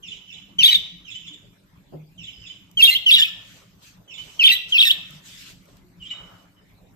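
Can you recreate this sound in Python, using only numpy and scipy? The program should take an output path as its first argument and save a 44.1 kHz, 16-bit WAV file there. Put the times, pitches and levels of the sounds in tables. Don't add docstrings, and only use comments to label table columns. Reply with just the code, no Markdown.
import sys
import numpy as np
from scipy import signal
from scipy.fft import rfft, irfft, next_fast_len
from scipy.io import wavfile
from scipy.ndimage import uniform_filter1d, map_coordinates

SR = 44100
rng = np.random.default_rng(int(sys.argv[2]) if len(sys.argv) > 2 else 0)


def bounce(signal):
    frames = np.transpose(np.atleast_2d(signal))
    limited = np.clip(frames, -1, 1)
    pcm = np.round(limited * 32767).astype(np.int16)
    wavfile.write(sys.argv[1], SR, pcm)


def nominal_scale(level):
    x = np.asarray(level, float) / 20
    return 10 ** x


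N = 306495


def unit(x):
    return x / np.sqrt(np.mean(x ** 2) + 1e-20)


def along(points, hz):
    f, v = np.transpose(points)
    return np.interp(np.log(hz + 1), np.log(f + 1), v)


def wobble(rate, size=N):
    knots = rng.standard_normal(int(size * rate / SR) + 4)
    return map_coordinates(knots, [np.arange(size) * rate / SR])


def patches(shape, bins, frames):
    field = uniform_filter1d(rng.standard_normal(shape), size=bins, axis=0)
    return unit(uniform_filter1d(field, size=frames, axis=1))


def filtered(x, response):
    m = next_fast_len(x.shape[-1] + SR // 4)
    return irfft(rfft(x, m) * response(np.fft.rfftfreq(m, 1 / SR)), m)[..., :x.shape[-1]]


def shaped(x, curve):
    return filtered(x, lambda hz: nominal_scale(along(curve, hz)))


def rush(spectrum, alike, patchy_db):
    z = signal.stft(rng.standard_normal((2, N)), nperseg=512)[2]
    gain = nominal_scale(patchy_db * patches(z.shape[1:], 6, 10))
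    pair = signal.istft(z * gain, nperseg=512)[1][:, :N]

    def mid_side(hz):
        turn = np.arccos(np.clip(along(alike, hz), -1, 1)) / 2
        return nominal_scale(along(spectrum, hz)) * [np.cos(turn), np.sin(turn)]

    mid, side = filtered(pair, mid_side)
    return unit(np.array([mid + side, mid - side]))


def add(out, x, s):
    i = round(s * SR)
    out[:, i:i + x.shape[1]] += x[:, :N - i]


def background():
    # time in seconds, level in dB.
    hum_swell = [(0.0, -55.5), (0.29, -58.5), (0.68, -53), (1.57, -57.5), (2.69, -55.5), (3.48, -59.5),
                 (5.92, -55), (6.95, -57)]
    # frequency in Hz, density in dB per Hz.
    hum_tone = [(12, -37.5), (20, -8), (27, -2.5), (53, -2.5), (75, -12.5), (107, -0.5), (141, -8),
                (182, 1.5), (203, -7.5), (222, -14.5), (282, -8.5), (451, -33), (600, -28.5), (780, -43.5),
                (1320, -120)]
    hiss_tone = [(240, -42.5), (400, -6.5), (438, -13.5), (612, -13.5), (854, -16), (1190, -16.5),
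                 (1270, -19.5), (2220, -19), (3290, -22.5), (4460, -25.5), (6610, -28.5), (13700, -23),
                 (14800, -44.5)]
    # frequency in Hz, likeness from 0 to 1.
    likeness = [(30, 0.43), (60, 0.55), (180, 0.9), (350, 0.63), (700, 0.0015), (1650, 0), (5000, 0.029)]
    swell = nominal_scale(np.interp(np.arange(N) / SR, *np.transpose(hum_swell)))
    hum = swell * nominal_scale(2.5 + 0.51 * wobble(54)) * rush(hum_tone, likeness, patchy_db=-2.5)
    hiss_db = -63 + 0.45 * wobble(3.6)
    return hum + nominal_scale(hiss_db) * rush(hiss_tone, likeness, patchy_db=-4.5)


def contact_call(db, pitch_hz, rhythm, accents, bends=(0, 0, 0, 0)):
    warble_hz, held_hz, low_hz = pitch_hz
    slide, dip, arch, held, low = rhythm
    slide_db, dip_db, held_db, low_db, rise_db = accents
    crack, stroke, rise, pause = .004, .007, .023, .004
    flight = arch * np.array([0, .5, 1])
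    arch_hz = warble_hz + 90e3 * flight - 4.9e6 * flight ** 2
    hz = [np.add((3200, 2860, 2537), [*bends[:2], 0]),
          warble_hz + np.array((1300, 750, 350)),
          warble_hz + np.array((280, -120, 0)),
          arch_hz,
          np.linspace(3900, held_hz, 3),
          held_hz - 70 * np.array([1, 0, 1]),
          [1990, low_hz, low_hz],
          np.add((2796, 3200, 3606), [0, *bends[2:]])]
    length = np.array([slide, crack, dip - crack, arch, stroke, held - stroke, low, rise])
    slot = length + pause * np.array([0, 0, 0, 1, 0, 0, 1, 0])
    gain_db = db + np.array([slide_db, -12, dip_db, 0, -3, held_db, low_db, rise_db])
    return np.column_stack([np.cumsum(slot) - slot, length, hz, gain_db])


def glides(rows, s):
    start, length, a, b, db = np.transpose(rows)
    return np.column_stack([start - s, length, a, (a + b) / 2, b, db])


def warble(notes, rasp, overtone_db, sheen_db):
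    reed = [0, -23, -44, -34, -44]
    # frequency in Hz, gain in dB.
    throat = [(1000, -46), (1900, -39), (2150, -28), (2450, -3), (3600, 0), (4300, -2), (5200, 0),
              (6200, -5), (7200, -10), (10500, -12), (13500, 1), (15000, -4)]
    # frequency in Hz, density in dB per Hz.
    breath_tone = [(530, -66), (900, -40.5), (1460, -24.5), (1580, -41.5), (1810, -23.5), (2370, -8),
                   (2730, -17.5), (3150, -9), (3640, -16.5), (4710, -12.5), (10500, -53.5), (13600, -78.5),
                   (22000, -120)]
    # frequency in Hz, gain in dB.
    sheen_tone = [(4000, -50), (5500, -36), (8000, 3), (10000, -7), (11000, -14), (12200, 9.5),
                  (13500, 7.5), (14300, 0.5), (15000, -34)]
    tone, breath = np.zeros(SR), np.zeros(SR)
    order = np.arange(1, len(reed) + 1)[:, None]
    first = notes[0][0]
    for s, length, *hz, db in notes:
        n, i = int(length * SR), int(s * SR)
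        u = np.arange(n) / n
        rough = rasp * (1 + 1.1 * (hz[1] < 2300))
        glide = np.polyval(np.polyfit([0, .5, 1], hz, 2), u)
        pitch = glide * (1 + .06 * rough * wobble(500, size=n))
        second_db = overtone_db - 6.5 * (s > first and hz[1] > 2300)
        gains = nominal_scale(np.array(reed)[:, None] + along(throat, order * pitch) + second_db * (order == 2))
        voice = (gains * np.sin(order * 2 * np.pi * np.cumsum(pitch) / SR)).sum(0)
        edge = np.clip(np.minimum(u / .12, (1 - u) * length / .001), 0, 1)
        effort = nominal_scale(db + 2.2 * wobble(90, size=n) + 10 * rough * wobble(600, size=n)) * edge
        tone[i:i + n] += unit(voice) * effort
        snap = 1 + 3 * np.exp(-u * length / 0.005) * (hz[0] > 3850)
        opening = np.clip(.25 + (s - first + u * length) / .05, 0, 1)
        breath[i:i + n] += effort * snap * (rough / rasp) * opening
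    air = unit(shaped(rng.standard_normal(SR), breath_tone))
    z = signal.stft(rng.standard_normal(SR), nperseg=256)[2]
    mottled = signal.istft(z * nominal_scale(5 * patches(z.shape, 10, 14)), nperseg=256)[1][:SR]
    sheen = unit(shaped(mottled, sheen_tone))
    lingering = signal.lfilter([.002], [1, .002 - 1], breath)
    return tone + rasp * air * uniform_filter1d(breath, size=60) + nominal_scale(sheen_db) * sheen * lingering


def place(x, pan_db, lead_ms):
    side = np.array([[1], [-1]])
    return filtered(x, lambda hz: nominal_scale(side * pan_db / 2) * np.exp(1j * np.pi * hz * side * lead_ms / 1000))


def room(x, wet_db):
    # frequency in Hz, time to fall 60 dB in seconds.
    ring_time = [(500, 0.2), (2000, 0.84), (3500, 0.51), (6000, 0.73), (9000, 0.34), (13000, 0.32)]
    # delay in seconds, level in dB.
    echoes = [(.0023, -2), (.0051, 0), (.0087, -2), (.0132, -1), (.019, -4), (.027, -5)]
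    hz, t, z = signal.stft(rng.standard_normal((2, SR * 3 // 4)), SR, nperseg=256)
    decay = nominal_scale(-60 * t / along(ring_time, hz)[:, None]) * np.clip(t / 0.017, 0, 1)
    tail = signal.istft(z * decay, SR, nperseg=256)[1]
    tail = tail / np.linalg.norm(tail[0])
    delay, db = np.transpose(echoes)
    for side in tail:
        at = np.abs(delay * SR * rng.uniform(.8, 1.2, len(db))).astype(int)
        side[at] += nominal_scale(db) * rng.choice([-1, 1], len(db))
    return nominal_scale(wet_db) * signal.fftconvolve(x[None], tail, axes=1)[:, :len(x)]


def far_birds():
    # start in seconds, arch level in dB, tempo, stress on the held note in dB, left-right in dB.
    far_calls = [
        (.022, -43, 0.62, 5, -5),
        (.27, -46.5, 0.62, 4.1, -5.5),
        (1.043, -45, 0.67, 4.5, -5),
        (2.173, -46.5, 0.67, 9.5, -4.5),
        (2.404, -48.5, 0.66, 6.5, -5),
        (4.074, -46.5, 0.73, 5.5, -6),
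    ]
    # start in seconds, length in seconds, start pitch in Hz, end pitch in Hz, level in dB.
    tunes = [
        [(1.225, 0.029, 3215, 2560, -48), (1.262, 0.022, 3553, 3330, -36), (1.3, 0.012, 3200, 2860, -48),
         (1.328, 0.015, 3575, 3620, -40)],
        [(2.31, 0.21, 5060, 5000, -57), (2.45, 0.082, 4740, 5300, -77), (2.49, 0.037, 3020, 3043, -71)],
        [(5.998, 0.047, 3116, 2765, -47), (6.05, 0.029, 3200, 3120, -39.5), (6.075, 0.033, 3500, 3900, -48),
         (6.102, .026, 3027, 2960, -33), (6.13, 0.038, 3800, 3756, -45), (6.56, 0.035, 3070, 2950, -64)],
    ]
    # overtone in dB, direct share in dB, left lead in ms.
    tune_paths = [(13, -12, .4), (-9, -15, .4), (3, -2, -.03)]
    # frequency in Hz, gain in dB.
    distance = [(1500, -7.5), (2500, -1), (4000, -6), (4500, -18.5), (5200, -4), (6000, -9), (7300, 13),
                (8300, -14), (12000, -35)]
    pitch_hz, rhythm = (3515, 3051, 1930), (0.079, .034, 0.013, 0.043, 0.04)
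    out, calls = np.zeros((2, N)), []
    for s, db, tempo, stress_db, pan_db in far_calls:
        accents = np.add((1.5, 9, 2.85, -10, -2), [0, 0, stress_db, 0, 0])
        notes = contact_call(db, pitch_hz, rhythm, accents)
        calls.append((s, notes * [tempo, tempo, 1, 1, 1, 1], pan_db, 13, -15, .4))
    for tune, path in zip(tunes, tune_paths):
        s = tune[0][0]
        calls.append((s, glides(tune, s), -3.5, *path))
    for s, notes, pan_db, overtone_db, direct_db, lead_ms in calls:
        dry = shaped(warble(notes, 0.24, overtone_db, sheen_db=-18.0), distance)
        direct = nominal_scale(direct_db) * place(dry, pan_db, lead_ms)
        add(out, direct + nominal_scale([[pan_db / 2], [-pan_db / 2]]) * room(dry, wet_db=-4), s)
    return out


def near_bird():
    # start in seconds, arch level in dB, warble, held and low pitch in Hz.
    near_calls = [
        (0.584, -11.5, 3474, 3048, 1930),
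        (2.771, -11.5, 3357, 2800, 2061),
        (3.061, -10.5, 3443, 2883, 1766),
        (4.391, -9.5, 3212, 2755, 1976),
        (4.721, -10, 3363, 2668, 1820),
    ]
    # slide, dip, arch, held and low note in seconds.
    rhythms = [(.044, .026, .019, .027, .033), (.048, .029, .016, .034, .042),
               (.046, .025, .022, .021, .033), (.042, .026, .027, .023, .032),
               (.055, .02, .025, .024, .042)]
    # slide, dip, held, low and rise in dB.
    accent_rows = [(-5, 4, -2.5, -7, -1), (-4.5, 4.5, -2.5, -13, -6), (-2, 2, -2.5, -4, -4.5),
                   (-9, 4.5, -1.2, -11, -16), (-4.5, -1.1, -5.5, -7.9, -2.5)]
    # bend of slide start, slide middle, rise middle and rise end in Hz.
    bend_rows = [(-80, 110, 420, -100), (0, 60, -120, -60), (-150, 70, 0, -80), (40, -130, 0, -200),
                 (80, -80, -80, 350)]
    # left-right in dB, left lead in ms, rasp 0-1, overtone in dB, thin hiss in dB.
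    facing = [(.5, .465, .13, 9, -21), (-1.5, .45, .08, -1, -17), (-1, .185, .11, -3, -18),
              (-1, .455, .08, -1, -23), (0, .2, .09, -3, -19)]
    # start in seconds, length in seconds, start pitch in Hz, end pitch in Hz, level in dB.
    trail = [
        (3.243, .017, 2530, 2570, -26),
        (3.268, .027, 1430, 1270, -41),
    ]
    lead_in = .03
    out = np.zeros((2, N))
    for call, rhythm, accents, bends, stance in zip(near_calls, rhythms, accent_rows, bend_rows, facing):
        s, db, *pitch_hz = call
        pan_db, lead_ms, *voice = stance
        notes = contact_call(db, pitch_hz, rhythm, accents, bends)
        if s < trail[0][0] < s + .3:
            notes = np.vstack([notes, glides(trail, s)])
        dry = warble(notes + [lead_in, 0, 0, 0, 0, 0], *voice)
        add(out, place(dry, pan_db, lead_ms) + room(dry, wet_db=-15.5), s - lead_in)
    return out


def strokes(rows, sag_db_per_s):
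    s, rise, hold, fall, db = np.transpose(rows)[:, :, None]
    t = np.arange(N) / SR - s
    fade = np.maximum(np.maximum(-t / rise, (t - hold) / fall), 0)
    return nominal_scale(db - 25.5 * fade - sag_db_per_s * np.clip(t, 0, hold)).sum(0)


def cloth():
    # full strength at seconds, rise, hold and fall in seconds, level in dB.
    rubs = [
        (.7, 0.051, 0.02, 0.17, -50),
        (2.8, .05, 0.19, 0.16, -57),
        (3.19, 0.15, 0.022, 0.44, -57.5),
        (3.4, 0.28, 0.22, 0.14, -62),
        (4.28, 0.69, 0.022, 0.23, -62),
        (4.46, 0.19, 0.1, 0.1, -55.5),
        (4.73, 0.098, 0.487, 0.071, -53),
        (5.66, .04, .03, .35, -63.5),
        (6.2, 0.23, 0.093, 0.36, -55),
    ]
    # frequency in Hz, density in dB per Hz.
    cloth_tone = [(210, -56), (350, -15.5), (568, -6), (771, -11), (1320, -9), (1700, -16.5), (2400, -19),
                  (3120, -65.5), (5280, -120)]
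    drag = strokes(rubs, 14) * nominal_scale(-0.5 + 1.2 * wobble(27))
    return drag * rush(cloth_tone, [(1000, 0.26)], patchy_db=4.5)


def thuds():
    # start in seconds, level in dB, pitch in Hz, time to fall 60 dB in seconds.
    blows = [
        (.7, -44.5, 48.3, 0.42),
        (1.299, -41, 300, 0.22),
        (1.935, -27.5, 154, 0.36),
        (2.38, -28.5, 56.7, 0.082),
        (4.78, -36, 49.6, 0.17),
        (5.101, -38.5, 151, 0.34),
        (5.82, -54, 360, 0.57),
    ]
    # frequency in Hz, gain in dB.
    hard_tone = [(150, -6), (300, 5.5), (600, 0), (900, -13), (1500, -27), (2500, -49)]
    out, t = np.zeros((2, N)), np.arange(SR // 2) / SR
    for s, db, hz, t60 in blows:
        decay = nominal_scale(db - 60 * t / t60 + 1.6 * wobble(30, size=len(t)))
        ring = np.sin(2 * np.pi * hz * t) * decay * (1 - np.exp(-t / 0.02))
        add(out, np.array([ring, ring]), s)
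    hard = unit(shaped(rng.standard_normal((2, len(t))), hard_tone))
    add(out, hard * nominal_scale(-31 - 60 * t / 0.2) * (1 - np.exp(-t / 0.016)), 1.922)
    return out


def claw_ticks():
    # start in seconds, peak in dB.
    ticks = [
        (2.714, -42.5),
        (5.1078, -39),
        (5.656, -48.5),
        (5.7694, -47),
    ]
    out, t = np.zeros((2, N)), np.arange(SR // 2) / SR
    for s, db in ticks:
        bright = np.diff(rng.standard_normal((2, len(t) + 1)))
        add(out, nominal_scale(db + 2.0 - 60 * t / 0.0079) * bright, s)
    return out


def feathers():
    # full strength at seconds, rise, hold and fall in seconds, level in dB.
    ruffles = [
        (3.52, 0.41, 0.049, 0.25, -55.5),
        (3.83, 0.044, 0.057, 0.12, -53.5),
        (4.19, 0.074, 0.36, 0.041, -55.5),
        (4.695, 0.03, 0.026, 0.024, -46),
        (5.11, 0.27, 0.082, 0.045, -57.5),
        (5.26, 0.059, 0.24, 0.14, -49),
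        (5.68, 0.12, 0.1, 0.062, -65.5),
        (6.24, 0.32, .19, 0.14, -66.5),
    ]
    # frequency in Hz, density in dB per Hz.
    feather_tone = [(590, -40.5), (1000, -14), (3070, 1.5), (3600, -2), (4890, -3.5), (8040, -5),
                    (9320, -6.5), (13700, -9.5), (14500, -12), (15000, -73.5)]
    flutter = strokes(ruffles, 1) * nominal_scale(3.5 + 0.6 * wobble(40))
    return flutter * rush(feather_tone, [(3000, 0.043)], patchy_db=2.9)


def brushing():
    # full strength at seconds, rise, hold and fall in seconds, level in dB.
    brushes = [
        (6.17, 0.11, 0.15, .12, -54.5),
        (6.4, .1, 0.077, .04, -65),
    ]
    # frequency in Hz, density in dB per Hz.
    brush_tone = [(500, -29), (900, -6), (1300, 0), (1600, -6), (2300, -22), (3200, -59.5)]
    drag = strokes(brushes, 14) * nominal_scale(2.2 * wobble(35))
    return drag * rush(brush_tone, [(1000, 0.3)], patchy_db=1.0)


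def scene():
    birds = far_birds() + near_bird()
    handling = cloth() + thuds() + claw_ticks() + feathers() + brushing()
    return background() + birds + handling


def band_limit(x):
    return signal.sosfilt(signal.butter(12, 15600, fs=SR, output="sos"), x)


def record(dry):
    # frequency in Hz, gain in dB.
    capsule = [(7500, 1), (8600, -5), (10000, -9), (10800, -11), (11600, -4), (13000, -1.5)]
    bent = dry + 0.018 * dry ** 2
    coloured = filtered(bent, lambda hz: nominal_scale(along(capsule, hz)) * hz ** 2 / (hz ** 2 + 30 ** 2))
    rounded = coloured / (1 + np.abs(coloured / .7) ** 6) ** (1 / 6)
    heard = filtered(rounded, lambda hz: 1 / (1 + (hz / 14550) ** 160))
    return band_limit(heard)


dry = scene()
out = record(dry)
bounce(out)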